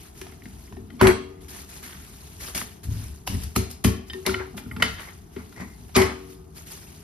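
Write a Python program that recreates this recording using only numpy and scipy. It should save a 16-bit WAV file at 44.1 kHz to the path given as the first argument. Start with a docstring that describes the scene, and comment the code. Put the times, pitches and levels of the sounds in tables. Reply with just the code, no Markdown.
"""A cast-iron press on a towel over a stone counter, over the low rumble of a house and a rustling sheet.
First iron knocks, then a short squeak leading into two hard blows and chattering loose parts; plastic peels
off dough. Next a hand pats the dough on the plate. More knocks follow as the lever scrapes and plastic peels.
Last come a second squeak, more hard blows and crinkling plastic. Blows ring banks of dying sines;
rustle, peel and chatter are shaped, flickering noise; squeaks are overtone stacks. Two ports listen close by."""
import sys
import numpy as np
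from scipy import signal
from scipy.fft import rfft, irfft, next_fast_len
from scipy.io import wavfile
from scipy.ndimage import uniform_filter1d

SR = 44100
rng = np.random.default_rng(int(sys.argv[2]) if len(sys.argv) > 2 else 0)


def wav_out(sig):
    """Save sig, one row per channel (or a flat mono array), as 16-bit PCM at SR to the path in sys.argv[1]."""
    wavfile.write(sys.argv[1], SR, np.round(np.clip(np.atleast_2d(sig).T, -1, 1) * 32767).astype(np.int16))


N = 310023  # length in samples, about 7 s


def gain_of(db):
    """Turn decibels into a plain gain."""
    return 10 ** (np.asarray(db) / 20)


def evened(x):
    """Scale to an average (rms) strength of 1."""
    return x / np.sqrt(np.mean(x ** 2) + 1e-20)


def smoothed(x, size):
    """Average over neighbours twice, for a slow random drift."""
    return uniform_filter1d(uniform_filter1d(x, size=size), size=size)


def read(points, hz):
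    """Values between table points, straight on a log-frequency axis."""
    f, *values = np.transpose(points)
    return np.squeeze([np.interp(np.log(hz + 1), np.log(f + 1), v) for v in values])


def near(modes, hz, db_per_octave):
    """Where a blow lands favours the modes around one pitch; the others get weaker, in dB."""
    return -db_per_octave * abs(np.log2(np.array(modes)[:, 0] / hz))


def gesture(start, rise, hold, db, fade):
    """A gain that rises, holds and fades at a steady dB rate."""
    out, at = np.zeros(N), round(start * SR)
    t = np.arange(at, min(N, at + SR)) / SR - start
    fading = gain_of(db - fade * np.maximum(t - rise - hold, 0))
    out[at:][:len(t)] = np.clip(t / rise, 0, 1) ** 2 * fading
    return out


def grains(rate, spread_db, length, depth):
    """A flickering gain: random small contacts (rate per s) that die away over about length seconds."""
    happens = rng.random(N) < rate / SR
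    strength = gain_of(spread_db * np.minimum(rng.exponential(1, N), 4))
    dying = signal.lfilter([1], [1, -np.exp(-1 / (length * SR))], happens * strength)
    return evened(1 + depth * dying)


def noise(spectrum, level_db, size, patchy_db):
    """Two unrelated noises with this spectrum, in drifting patches, under a level curve."""
    frames, hz = 4 * N // size + 5, np.fft.rfftfreq(size, 1 / SR)
    a, b, c, d, patches = rng.standard_normal((frames, len(hz), 5)).T
    patches = uniform_filter1d(patches, size=5, axis=0)
    patches = evened(uniform_filter1d(patches, size=5, axis=1))
    shape = gain_of(read(spectrum, hz)[:, None] + patchy_db * patches)
    z = np.array([a + 1j * b, c + 1j * d]) * shape
    sound = signal.istft(z, nperseg=size, noverlap=3 * size // 4)[1][:, :N]
    return gain_of(level_db) * evened(sound)


def rings(modes, rise):
    """One dying half-second sine a mode, swelling in over the rise time (s)."""
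    hz, db, t60 = np.transpose(modes)[:, :, None]
    t = np.arange(SR // 2) / SR
    return gain_of(db - 60 * t / t60) * (1 - np.exp(-t / rise)) * np.sin(2 * np.pi * hz * t)


# low rumble of the house, its relative spectrum: pitch_hz [Hz], level_db [dB per Hz]
RUMBLE_SPECTRUM = [(15, -52.5), (25, -40), (36, -20.5), (54, 7), (129, -12), (146, -4), (209, -10),
                   (236, -12.5), (290, -16), (408, -11), (565, -44.5), (648, -20), (1500, -33),
                   (1950, -44.5), (3300, -120)]


def house_rumble():
    """Steady low noise that drifts slightly in color."""
    return noise(RUMBLE_SPECTRUM, -45.5, size=2048, patchy_db=1)


# how fast the room's echoes die: pitch_hz [Hz], t60_s [s to fall 60 dB]
KITCHEN_DECAY = [(80, 0.24), (300, 0.41), (1000, 0.47), (3000, 0.49), (8000, 0.37), (15000, 0.041)]


def kitchen(x):
    """Sparse echoes of random sign, one in every 20 samples, each band dying at its own speed."""
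    taps = np.zeros((2, SR))
    at = np.arange(200, SR - 40, 20) + rng.integers(0, 20, (2, (SR - 240) // 20))
    np.put_along_axis(taps, at, rng.choice([-1., 1.], at.shape), 1)
    hz, t, z = signal.stft(taps, SR, nperseg=256)
    dying = gain_of(-60 * t / read(KITCHEN_DECAY, hz)[:, None])
    tail = signal.istft(z * dying, SR, nperseg=256)[1]
    return signal.fftconvolve(x, tail / np.linalg.norm(tail[0]), axes=1)[:, :N]


# tones of the stone counter, before hands or dough damp them: pitch_hz [Hz], level_db [dB], t60_s [s]
COUNTER_MODES = [(53, -16, 0.46), (73.3, 6.5, 0.47), (103.3, 6.5, 0.2), (149, -17.5, 0.13),
                 (203.5, 4, 0.12), (219.7, 4.5, 0.063), (239.2, 3.5, 0.15), (282.6, -3, 0.14),
                 (332, -19, 0.041), (437, -4, 0.27)]
# pushes of weight, and the low rumble shaken up by the two hardest clangs: start_s [s], rise_s [s],
# hold_s [s], deep_sway_db [dB], upper_shudder_db [dB], fade_db_per_s [dB per s]
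COUNTER_SHAKES = [(0.392, 0.034, 0.022, -76, -53, 290), (0.517, 0.019, 0.018, -44, -51, 157),
                  (0.674, 0.046, 0.12, -44, -47, 303), (0.854, 0.089, .05, -64, -42, 300),
                  (1.01, 0.0099, 0.031, -20, -29, 203), (2.818, 0.068, 0.034, -27.5, -42.5, 70),
                  (3.253, 0.086, .005, -21.5, -30, 178), (4.517, 0.033, 0.034, -55, -40, 121),
                  (4.722, 0.21, .02, -37.5, -60, 219), (5.412, 0.024, 0.13, -59, -51.5, 91),
                  (5.606, 0.01, .005, -46.5, -38, 155), (5.756, 0.037, 0.099, -48, -54.5, 191.5),
                  (5.96, 0.016, 0.02, -40.5, -30, 185)]


def counter_shaking():
    """Pushes of weight and the hardest clangs: random force shakes the counter's quickly damped modes."""
    damped = gain_of(-60 * np.arange(SR // 2) / SR / 0.2)
    shake = rings(COUNTER_MODES, 0.0011) * damped

    def shaken(part):
        return evened(signal.oaconvolve(rng.standard_normal(N), part.sum(0))[:N])

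    deep, upper = shaken(shake[:3]), shaken(shake[3:8])
    out = np.zeros(N)
    for start, rise, hold, deep_db, upper_db, fade in COUNTER_SHAKES:
        out += gesture(start, rise, hold, 0, fade) * (gain_of(deep_db) * deep + gain_of(upper_db) * upper)
    return out


# relative spectrum of the plastic sheet and faint hiss: pitch_hz [Hz], level_db [dB per Hz]
RUSTLE_SPECTRUM = [(150, 10.5), (500, 3), (1000, 3.5), (2000, 5), (3500, 3), (5500, 4), (8000, 6),
                   (11000, 3), (14000, 0), (15700, -4), (16000, -46)]
# each swell of rustle or faint hiss: start_s [s], rise_s [s], hold_s [s], level_db [dB],
# fade_db_per_s [dB per s]
RUSTLE_SWELLS = [(0.0, 0.00066, 0.07, -56, 200), (0.105, 0.074, .005, -54.5, 48),
                 (0.422, 0.018, 0.23, -60.5, 50), (0.887, 0.06, 0.023, -65, 152),
                 (1.398, .012, 0.034, -60, 111), (1.477, 0.0078, .12, -49, 139),
                 (1.65, 0.05, 0.035, -51, 98), (1.746, 0.012, .003, -49.5, 169),
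                 (1.817, 0.014, .003, -46.5, 68), (1.96, 0.044, 0.72, -56, 153),
                 (2.373, 0.038, 0.086, -44, 248), (2.544, 0.0049, 0.034, -35, 296),
                 (2.598, 0.0074, .004, -40, 251), (2.827, 0.0077, .003, -49, 250),
                 (2.845, 0.077, 0.12, -51, 84), (3.26, 0.0096, 0.0073, -42.5, 70),
                 (3.385, 0.038, .003, -46.5, 296), (3.549, 0.011, 0.0083, -37, 185),
                 (3.69, 0.013, 0.0027, -49, 251), (3.838, 0.0035, 0.005, -31, 222),
                 (4.048, 0.034, 0.0033, -56.5, 248.5), (4.11, 0.02, .003, -58, 16),
                 (4.256, 0.0055, 0.065, -48, 250), (4.56, 0.015, 0.0048, -44, 398),
                 (4.63, 0.0065, 0.38, -65, 100), (4.83, 0.004, 0.11, -54.5, 146),
                 (4.975, 0.029, 0.0025, -51, 72), (5.298, 0.031, 0.19, -61.5, 1),
                 (6.287, 0.015, 0.0016, -54.5, 161), (6.531, 0.04, 0.0033, -48, 156.5),
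                 (6.657, 0.01, 0.11, -51, 186), (6.695, 0.024, 0.0035, -45, 396),
                 (6.797, 0.016, 0.039, -54.5, 500), (6.858, 0.013, 0.1, -57, 65)]
HISS_DB = -69  # steady faint hiss under the rustling, before the noise's own level


def sheet():
    """Dense soft crinkles over a faint hiss: noise that flickers in grains of a few milliseconds."""
    power = gain_of(HISS_DB) ** 2 + sum(gesture(*row) ** 2 for row in RUSTLE_SWELLS)
    rustle = noise(RUSTLE_SPECTRUM, 6.57, size=256, patchy_db=-2.5)
    return np.sqrt(power) * rustle * grains(100, 2.2, 0.0012, 0.42)


# relative spectrum of plastic leaving dough: pitch_hz [Hz], level_db [dB per Hz]
PEEL_SPECTRUM = [(600, -24), (1200, -11.5), (1900, -7.5), (2600, -19), (3200, -12.5), (5000, -31),
                 (8000, -45)]
# each peel: start_s [s], rise_s [s], hold_s [s], level_db [dB], fade_db_per_s [dB per s]
PEEL_MOVES = [(1.507, 0.038, 0.036, -51, 155), (1.82, 0.017, 0.052, -46.5, 91),
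              (4.956, 0.026, 0.08, -43.5, 148)]


def peeling():
    """Plastic lets go of the dough in small snaps: noise broken into crackling grains."""
    level = sum(gesture(*row) for row in PEEL_MOVES)
    return level * noise(PEEL_SPECTRUM, 0, size=256, patchy_db=3) * grains(120, 2.5, 0.004, 1.5)


# relative spectrum of loose iron parts: pitch_hz [Hz], level_db [dB per Hz]
CHATTER_SPECTRUM = [(300, 3), (600, -0.5), (1000, 5), (1400, -2), (1750, -2), (2050, 7), (2700, -13.5),
                    (4000, -15.5), (8000, -12), (16000, -45)]
# parts set chattering in their hinges: start_s [s], hold_s [s], level_db [dB], fade_db_per_s [dB per s]
LOOSE_RATTLES = [(1.023, 0.028, -24, 296), (1.067, 0.0041, -21, 402), (4.253, 0.0074, -37, 600),
                 (4.27, 0.0042, -29, 352), (4.336, 0.0098, -44.5, 215), (4.379, 0.016, -55, 253),
                 (4.798, .02, -37.5, 399), (4.821, 0.017, -32.5, 253), (4.988, 0.025, -47, 193),
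                 (5.073, 0.0036, -46, 448), (5.37, 0.017, -49, 195), (5.572, 0.042, -47, 193),
                 (5.597, 0.014, -46, 229), (5.96, 0.041, -21, 187)]
RATTLE_RISE_S = 0.0006
SETTLE_DB, SETTLE_DB_PER_S = -23, 75  # a weaker, slower tail: level against the chatter, fade


def rattle():
    """A dense rough chatter of iron, strongest in the middle range, settling in a slower tail."""
    level = np.zeros(N)
    for start, hold, db, fade in LOOSE_RATTLES:
        level += gesture(start, RATTLE_RISE_S, hold, db, fade)
        level += gesture(start, RATTLE_RISE_S, 0, db + SETTLE_DB, SETTLE_DB_PER_S)
    return level * noise(CHATTER_SPECTRUM, 1.2, size=256, patchy_db=1) * grains(400, 1, 0.0013, 0.15)


# relative spectrum of the shaking lid: pitch_hz [Hz], level_db [dB per Hz]
CLATTER_SPECTRUM = [(400, -9.5), (600, 1), (950, 5), (1150, 0.5), (1350, 6.5), (1750, 2), (2300, -2.5),
                    (2900, -14.5), (5000, -40)]
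# the whole lid shakes on its hinge pin around the hard knocks:
# start_s [s], rise_s [s], hold_s [s], level_db [dB], fade_db_per_s [dB per s]
LID_SHAKES = [(1.001, 0.011, 0.085, -22.5, 250), (4.28, 0.0086, 0.021, -41, 280),
              (4.381, .015, 0.019, -36.5, 255), (5.974, 0.012, 0.12, -41, 148)]


def lid_shaking():
    """The lid shaking on its pin: a full, dense clatter in the middle range."""
    level = sum(gesture(*row) for row in LID_SHAKES)
    return level * noise(CLATTER_SPECTRUM, 0, size=256, patchy_db=1) * grains(800, 1, 0.002, .2)


# tones of the lid's hinge pin: pitch_hz [Hz], level_db [dB], t60_s [s]
PIN_MODES = [(980, -14, .12), (1830, 0, .13), (1960, -2, .04), (3080, -4, .07), (3200, -6, .03),
             (3400, -9, .04), (3650, -6, .06), (4530, -11, .05), (4820, -9, .05), (5070, -5, .05)]
# the pin clicks in its seat: start_s [s], level_db [dB], favoured_pitch_hz [Hz],
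# narrowness_db_per_octave [dB per octave]
PIN_SEAT_CLICKS = [(4.099, -25, 3200, 16), (4.133, -32, 1900, 3), (0.455, -52, 1850, 20),
                   (0.727, -52, 1850, 25), (0.767, -52, 1850, 25)]


def pin():
    """Each click of the pin in its seat wakes the tones around one pitch: clean short chimes."""
    out, modes = np.zeros(N + SR), rings(PIN_MODES, 0.0007)
    for start, db, hz, narrow in PIN_SEAT_CLICKS:
        out[round(start * SR):][:SR // 2] += gain_of(db + near(PIN_MODES, hz, narrow)) @ modes
    return out[:N]


# dry pivots squeak as lid or lever swings: start_s [s], rise_s [s], hold_s [s], level_db [dB],
# fade_db_per_s [dB per s], slip_rate_hz [Hz], overtone_step_db [dB per overtone]
PIVOT_SQUEAKS = [(0.984, 0.022, 0.00093, -32.5, 2000, 1085, -4), (5.94, 0.019, 0.0043, -21, 1996, 1212, -1)]
SLIP_JITTER = .75  # weight of the pitch wobble, before averaging shrinks it to about 5 %
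SLIP_ROUGH = .7  # rms share of rough loudness flicker


def squeaks():
    """A dry pivot slips quickly and a little unevenly: a short stack of overtones."""
    wobble = 1 + SLIP_JITTER * uniform_filter1d(rng.standard_normal(N), size=200)
    rough = evened(uniform_filter1d(rng.standard_normal(N), size=40))
    out = np.zeros(N)
    for *shape, hz, step_db in PIVOT_SQUEAKS:
        start = round(shape[0] * SR)
        at = slice(start, start + SR // 4)
        turns = np.cumsum(hz * wobble[at]) / SR
        stack = sum(gain_of(step_db * k) * np.sin(2 * np.pi * (k + 1) * turns) for k in range(6))
        out[at] += gesture(*shape)[at] * evened(stack * (1 + SLIP_ROUGH * rough[at]))
    return out


# tones of the gripped iron lever, before extra damping: pitch_hz [Hz], level_db [dB], t60_s [s]
LEVER_MODES = [(720, -5, .025), (990, -2, .022), (1230, -3, .022), (1400, 4, .024), (1930, -5, .03),
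               (2085, 3, .018), (2270, -4, .02), (2565, -4, .017), (3010, 4, .02), (3365, -4, .015),
               (3520, -2, .018), (4460, -1, .018), (4840, -8, .015), (6280, -6, .014)]
# the lever slides on iron: start_s [s], rise_s [s], hold_s [s], level_db [dB], fade_db_per_s [dB per s],
# favoured_pitch_hz [Hz], narrowness_db_per_octave [dB per octave]
LEVER_SCRAPES = [(4.337, .003, .02, -37, 399, 1400, 33), (4.821, .002, 0.013, -28, 296, 2640, 3.5),
                 (5.363, .004, 0.028, -53, 300, 1200, 14), (5.553, .003, 0.016, -47, 248, 1900, 60),
                 (5.6, .003, 0.016, -49.5, 300.5, 2000, 63), (5.657, .02, 0.034, -57, 299.5, 1930, 61.5)]
FREE_RING = 3.5  # a sliding lever rings this many times longer than a gripped one


def scraping():
    """Gritty friction drives the lever's modes, so the sliding lever sings."""
    free = rings([(hz, db, FREE_RING * t60) for hz, db, t60 in LEVER_MODES], 0.00069)[:, :SR // 5]
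    out = np.zeros(N + SR)
    for *shape, hz, narrow in LEVER_SCRAPES:
        start = round(shape[0] * SR)
        at = slice(start, start + SR // 3)
        ring = gain_of(near(LEVER_MODES, hz, narrow)) @ free
        grit = rng.standard_normal(SR // 3) * gesture(*shape)[at]
        out[at] += signal.oaconvolve(grit, ring / np.linalg.norm(ring))[:SR // 3]
    return out[:N]


# bounces that feed the lid's deepest tone: start_s [s], hold_s [s], level_db [dB],
# hand_damping_db_per_s [dB per s], lingering_part_db [dB]
LID_BOUNCES = [(0.213, 0.0022, -34, 898, -53.5), (0.773, 0.003, -38.5, 721, -57.5),
               (1.017, 0.075, -16, 412, -35), (3.567, 0.0019, -25, 267, -56),
               (3.849, 0.0035, -29, 179, -48), (4.143, 0.032, -37, 295, -56.5),
               (4.266, 0.044, -25.5, 362, -52.5), (4.355, 0.0085, -34.5, 350, -57),
               (4.4, 0.012, -33, 350, -61.5), (4.473, 0.0032, -45, 352, -65),
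               (5.362, 0.0042, -33, 900, -74), (5.961, 0.056, -17, 413, -35)]
# tones that linger with the deepest one: pitch_hz [Hz], level_db [dB]
COMPANION_TONES = [(243, -12.5), (286, -5.5), (462, -8), (1095, -27), (1222, -16)]
LID_HZ, LID_RISE_S = 377, 0.0053
LID_WAVER_HZ, LID_WAVER_DB = 4, 2  # rms drift of pitch and loudness as the lid rocks
LINGER_DB_PER_S = 41.5  # a fainter part of each ring escapes the hand


def lid_tone():
    """A low ring that wavers as the lid rocks, sent louder to the left where the lid stands."""
    struck, linger = np.zeros(N), np.zeros(N)
    for start, hold, db, fade, linger_db in LID_BOUNCES:
        struck += gesture(start, LID_RISE_S, hold, db, fade)
        linger += gesture(start, LID_RISE_S, 0, linger_db, LINGER_DB_PER_S)
    pitch, swell = (evened(smoothed(v, 900)) for v in rng.standard_normal((2, N)))
    turns = np.cumsum(LID_HZ + LID_WAVER_HZ * pitch) / SR
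    deepest = (struck + linger) * gain_of(LID_WAVER_DB * swell) * np.sin(2 * np.pi * turns)
    t = np.arange(N) / SR
    others = sum(gain_of(db) * np.sin(2 * np.pi * hz * t) for hz, db in COMPANION_TONES)
    return gain_of([[4.5], [-1.5]]) * (deepest + linger * others)


# tones of the lid, before extra damping: pitch_hz [Hz], level_db [dB], t60_s [s]
LID_MODES = [(633, -6, .15), (872, -7, .35), (1095, -6, .4), (1222, -8, .4), (1710, -12, .15),
             (2240, -10, .2), (4888, -13, .12), (7914, -5, .25), (9061, -6, .22), (10150, -4, .2),
             (11348, -6, .18), (12455, -8, .17)]
CLINK_TO_ROOM_DB = -9  # the small parts throw little sound into the room
THUD_DELAY_S = 0.00381  # the towel passes the blow on to the counter late
CATCH_SPREAD_DB = 2  # how unevenly a blow catches the modes


def blows(table, crack_t60, edge_hz, lag, damping, clinking, narrowest):
    """Each blow cracks and rings counter, lid and a clinking part; returns near sound and room feed."""
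    muffled = gain_of(-damping * np.arange(SR // 2) / SR)  # the ringing is soaked up, dB per s
    delay = round(THUD_DELAY_S * SR)
    thud = np.pad(rings(COUNTER_MODES, 0.011), ((0, 0), (delay, 0)))[:, :SR // 2]
    bodies = [muffled * thud, muffled * rings(LID_MODES, 0.006), muffled * rings(clinking, 0.00033)]
    out, t = np.zeros((2, 2, N + SR)), np.arange(2048) / SR
    body_band = signal.butter(2, [500, 3000], "bandpass", fs=SR)
    edge_band = signal.butter(2, [4200, edge_hz], "bandpass", fs=SR)
    for start, crack_db, thud_db, lid_db, clink_db, bright_db, pan_db, thud_hz, clink_hz, contact in table:
        focus = np.clip(16 - clink_db, 9, narrowest)  # harder clinks wake more modes, dB per octave
        thud_levels = thud_db + near(COUNTER_MODES, thud_hz, 9)
        clink_levels = clink_db + near(clinking, clink_hz, focus)
        sound = 0  # two rows: near sound, room feed
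        for body, db, sent_db in zip(bodies, (thud_levels, lid_db, clink_levels), (0, 0, CLINK_TO_ROOM_DB)):
            caught = gain_of(db + CATCH_SPREAD_DB * rng.standard_normal(len(body)))
            sound = sound + gain_of([[0], [sent_db]]) * (caught @ body)
        burst = rng.standard_normal(len(t)) * gain_of(crack_db - 60 * t / crack_t60)
        edge = gain_of(bright_db) * signal.lfilter(*edge_band, burst)
        sound[:, :len(t)] += signal.lfilter(*body_band, burst) - edge
        sound[:, :len(t)] *= (1 - np.exp(-t / contact)) ** 2  # a longer contact softens the edge
        for side, at in enumerate((round(start * SR), round((start + lag) * SR))):  # right comes later
            out[:, side, at:at + sound.shape[1]] += gain_of(pan_db * (1.5 - side)) * sound
    return out[..., :N]


# tones of the dough-covered plate under a palm, before extra damping:
# pitch_hz [Hz], level_db [dB], t60_s [s]
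SLAP_MODES = [(800, 3, .014), (550, -6, .02), (950, 0, .016), (1250, 0, .014), (1900, -1, .012),
              (2750, -5, .009), (3300, -3, .01), (5000, -5, .004)]
# hand and sheet slapped on the plate: start_s [s], crack_db [dB], thud_db [dB], lid_chime_db [dB],
# plate_slap_db [dB], brightness_db [dB], left_minus_right_db [dB, before the ports],
# thud_centre_hz [Hz], slap_centre_hz [Hz], contact_s [s]
DOUGH_PATS = [(2.548, -17.5, -38, -75, -48, -8, 1.5, 96, 2090, 0.0012),
              (2.614, -20.5, -33.5, -75, -14, -34.5, 1.5, 191, 1540, 0.0013),
              (2.839, -48, -49, -88, -45, 18, 1.8, 72.7, 3620, 0.0013),
              (3.274, -13, -30, -54, -17.5, -4, 0.62, 81, 805, 0.001),
              (3.348, -38, -16.5, -81, -30, -15, 1.1, 71.6, 1800, 0.001),
              (3.433, -37.5, -22, -70, -18, 27.5, 1.2, 61.9, 1940, 0.0062),
              (3.56, -5, -11, -74, -1.5, 2, 0.34, 159, 1280, 0.0026),
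              (3.711, -48, -52, -74, -65, 21, 4, 125, 1960, 0.0013),
              (3.844, 1.5, -2, -37, -16, -11, 0.63, 164, 785, 0.0025)]


def dough_pats():
    """A palm slaps the covered plate: dull, quickly damped blows, as dough and palm soak up the ringing."""
    return blows(DOUGH_PATS, crack_t60=0.024, edge_hz=13600, lag=.00009, damping=175,
                 clinking=SLAP_MODES, narrowest=7.6)


# iron on iron: start_s [s], crack_db [dB], thud_db [dB], lid_chime_db [dB], lever_clink_db [dB],
# brightness_db [dB], left_minus_right_db [dB, before the ports], thud_centre_hz [Hz],
# clink_centre_hz [Hz], contact_s [s]
IRON_KNOCKS = [(0.214, -22, -38.5, -63, -30, -6, -1.5, 61.9, 2070, 0.00037),
               (0.266, -33, -42, -119, -25, -18, 1, 183, 775, 0.00061),
               (0.321, -31, -44.5, -89, -39, -20, -2, 302, 2080, 0.0011),
               (0.421, -62, -39, -74, -32.5, -14, -3, 103, 2100, 0.00038),
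               (0.456, -37, -37.5, -82, -40, -26, 4, 189, 1940, 0.00029),
               (0.676, -55, -59, -80, -38, -20, 0.5, 200, 2140, 0.0012),
               (0.724, -36, -38, -70, -25.5, -22, 1, 271, 860, 0.00042),
               (0.767, -33.5, -35.5, -66, -25, -26, 3.5, 228, 790, 0.0024),
               (0.901, -34, -60, -70, -29, -39, 7.5, 217, 1670, 0.0029),
               (1.013, -2.5, -6, -20.5, -1.5, -10, -2.5, 217, 960, 0.0001),
               (1.030, -15.5, -19, -41, -17, -37, -4.5, 116, 930, 0.00084),
               (1.070, -0.5, -8.5, -21, -10.5, -8.5, -3, 226, 2320, 0.00032),
               (4.099, -23, -50, -73, -39, -30, 12.5, 133, 3250, 0.011),
               (4.133, -20, -32, -69, -50, -12, -3.5, 294, 1890, 0.00041),
               (4.262, -4, -23.5, -43, -14, -2.5, 3.5, 290, 1990, 0.0033),
               (4.293, -12, -26.5, -60, -17.5, -31, 0.5, 210, 1400, 0.0011),
               (4.342, -26, -29.5, -61, -4.5, -17, -0.5, 82.6, 1960, 0.0025),
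               (4.541, -21.5, -55.5, -41.5, -6, -8.5, -14, 192, 720, 0.0051),
               (4.577, -13, -58, -61.5, -25, -54, 1.5, 68, 1980, 0.0028),
               (4.658, -54.5, -31, -69, -36.5, -16, 1.5, 192, 1400, 0.0023),
               (4.712, -37.5, -22.5, -42, -14.5, -24, -2, 113, 1860, 0.002),
               (4.763, -17.5, -22, -47, -20.5, -25, -1, 205, 1280, 0.0016),
               (4.800, -37, -34, -68, -40, -31, 6.5, 205, 1380, 0.00068),
               (4.822, 6, -22.5, -85, 5.5, -10.5, 0.5, 202.5, 1907, 0.0032),
               (5.363, -26.5, -30, -89, -27, -35, 2, 223, 1790, 0.0011),
               (5.524, -34, -62.5, -87.5, -42, -12, 2.5, 62, 1380, 0.0019),
               (5.562, -52, -48, -86, -46, 1.5, 8.5, 115.5, 1930, 0.00098),
               (5.605, -42, -58, -79, -31, 2.5, 6.5, 214, 1930, 0.0018),
               (5.893, -25, -62, -90.5, -22.5, -29, -10, 61.9, 703, 0.0015),
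               (5.963, -0.5, -12.5, -25, -11.5, -5.5, 2.5, 228, 1980, 0.0017),
               (5.975, -27, -23, -60, -28, -8, -6.5, 106.5, 900, 0.0018),
               (6.016, 6, -20.5, -24.5, -17, -8, -2.5, 106, 1030, 0.0044)]


def iron_knocks():
    """Iron strikes iron: a sharp crack, with lid, lever and counter ringing after it."""
    return blows(IRON_KNOCKS, crack_t60=0.022, edge_hz=12400, lag=.00007, damping=130,
                 clinking=LEVER_MODES, narrowest=41)


def scene():
    """Add all sources and the room's answer to blows and pivots."""
    knocks, knocks_sent = iron_knocks()
    pats, pats_sent = dough_pats()
    pivots = squeaks() + scraping()
    room = gain_of(-5.5) * kitchen(knocks_sent + pats_sent + gain_of(CLINK_TO_ROOM_DB) * pivots)
    background = house_rumble() + room + counter_shaking() + sheet() + peeling()
    loose_parts = rattle() + lid_shaking() + pin() + pivots
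    return background + loose_parts + lid_tone() + pats + knocks


# the pair of ports: pitch_hz [Hz], likeness [0-1], right_leads_rad [radians], left_minus_right_db [dB]
PORT_PAIR = [(60, .97, 0, 2.5), (150, .95, 0, 2.5), (270, .75, 0, 3), (500, .1, 0, 1), (1000, .05, 0, 1),
             (2000, 0, 0, 1), (3000, .3, .3, 2), (5000, .35, 1.4, 4), (6500, .6, 2.6, 2),
             (7500, .97, 3.1, 0), (8600, .95, 3.4, 0), (9600, .8, 4.8, 0), (10700, 1, 6.2, 0),
             (12300, 1, 6.4, 0), (13300, .65, 7.7, 0), (14400, 1, 9.4, 0), (17000, 1, 9.4, 0)]
EDGE_HZ = 16600  # treble above this is cut


def record(dry):
    """The ports share the bass and, with a phase shift, the treble; the deepest bass is cut."""
    size = next_fast_len(N + SR)
    left, right = rfft(dry, size)
    same, lead, tilt_db = read(PORT_PAIR, np.fft.rfftfreq(size, 1 / SR))
    same = np.clip(same, 0, 1)
    shared = same * np.exp(1j * lead) * left
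    right = shared + 1j * np.sqrt(1 - same ** 2) * right  # a quarter turn keeps the power
    tilted = np.array([left * gain_of(tilt_db / 2), right / gain_of(tilt_db / 2)])
    ports = irfft(tilted, size)[:, :N]
    ports = signal.sosfilt(signal.butter(3, 45, "highpass", fs=SR, output="sos"), ports)
    ports = np.tanh(.75 * ports) / .75  # the loudest peaks are rounded off
    treble_cut = signal.firwin(511, EDGE_HZ, window=("kaiser", 9), fs=SR)
    return signal.oaconvolve(ports, treble_cut[None], "same")


dry = scene()
out = record(dry)
wav_out(out)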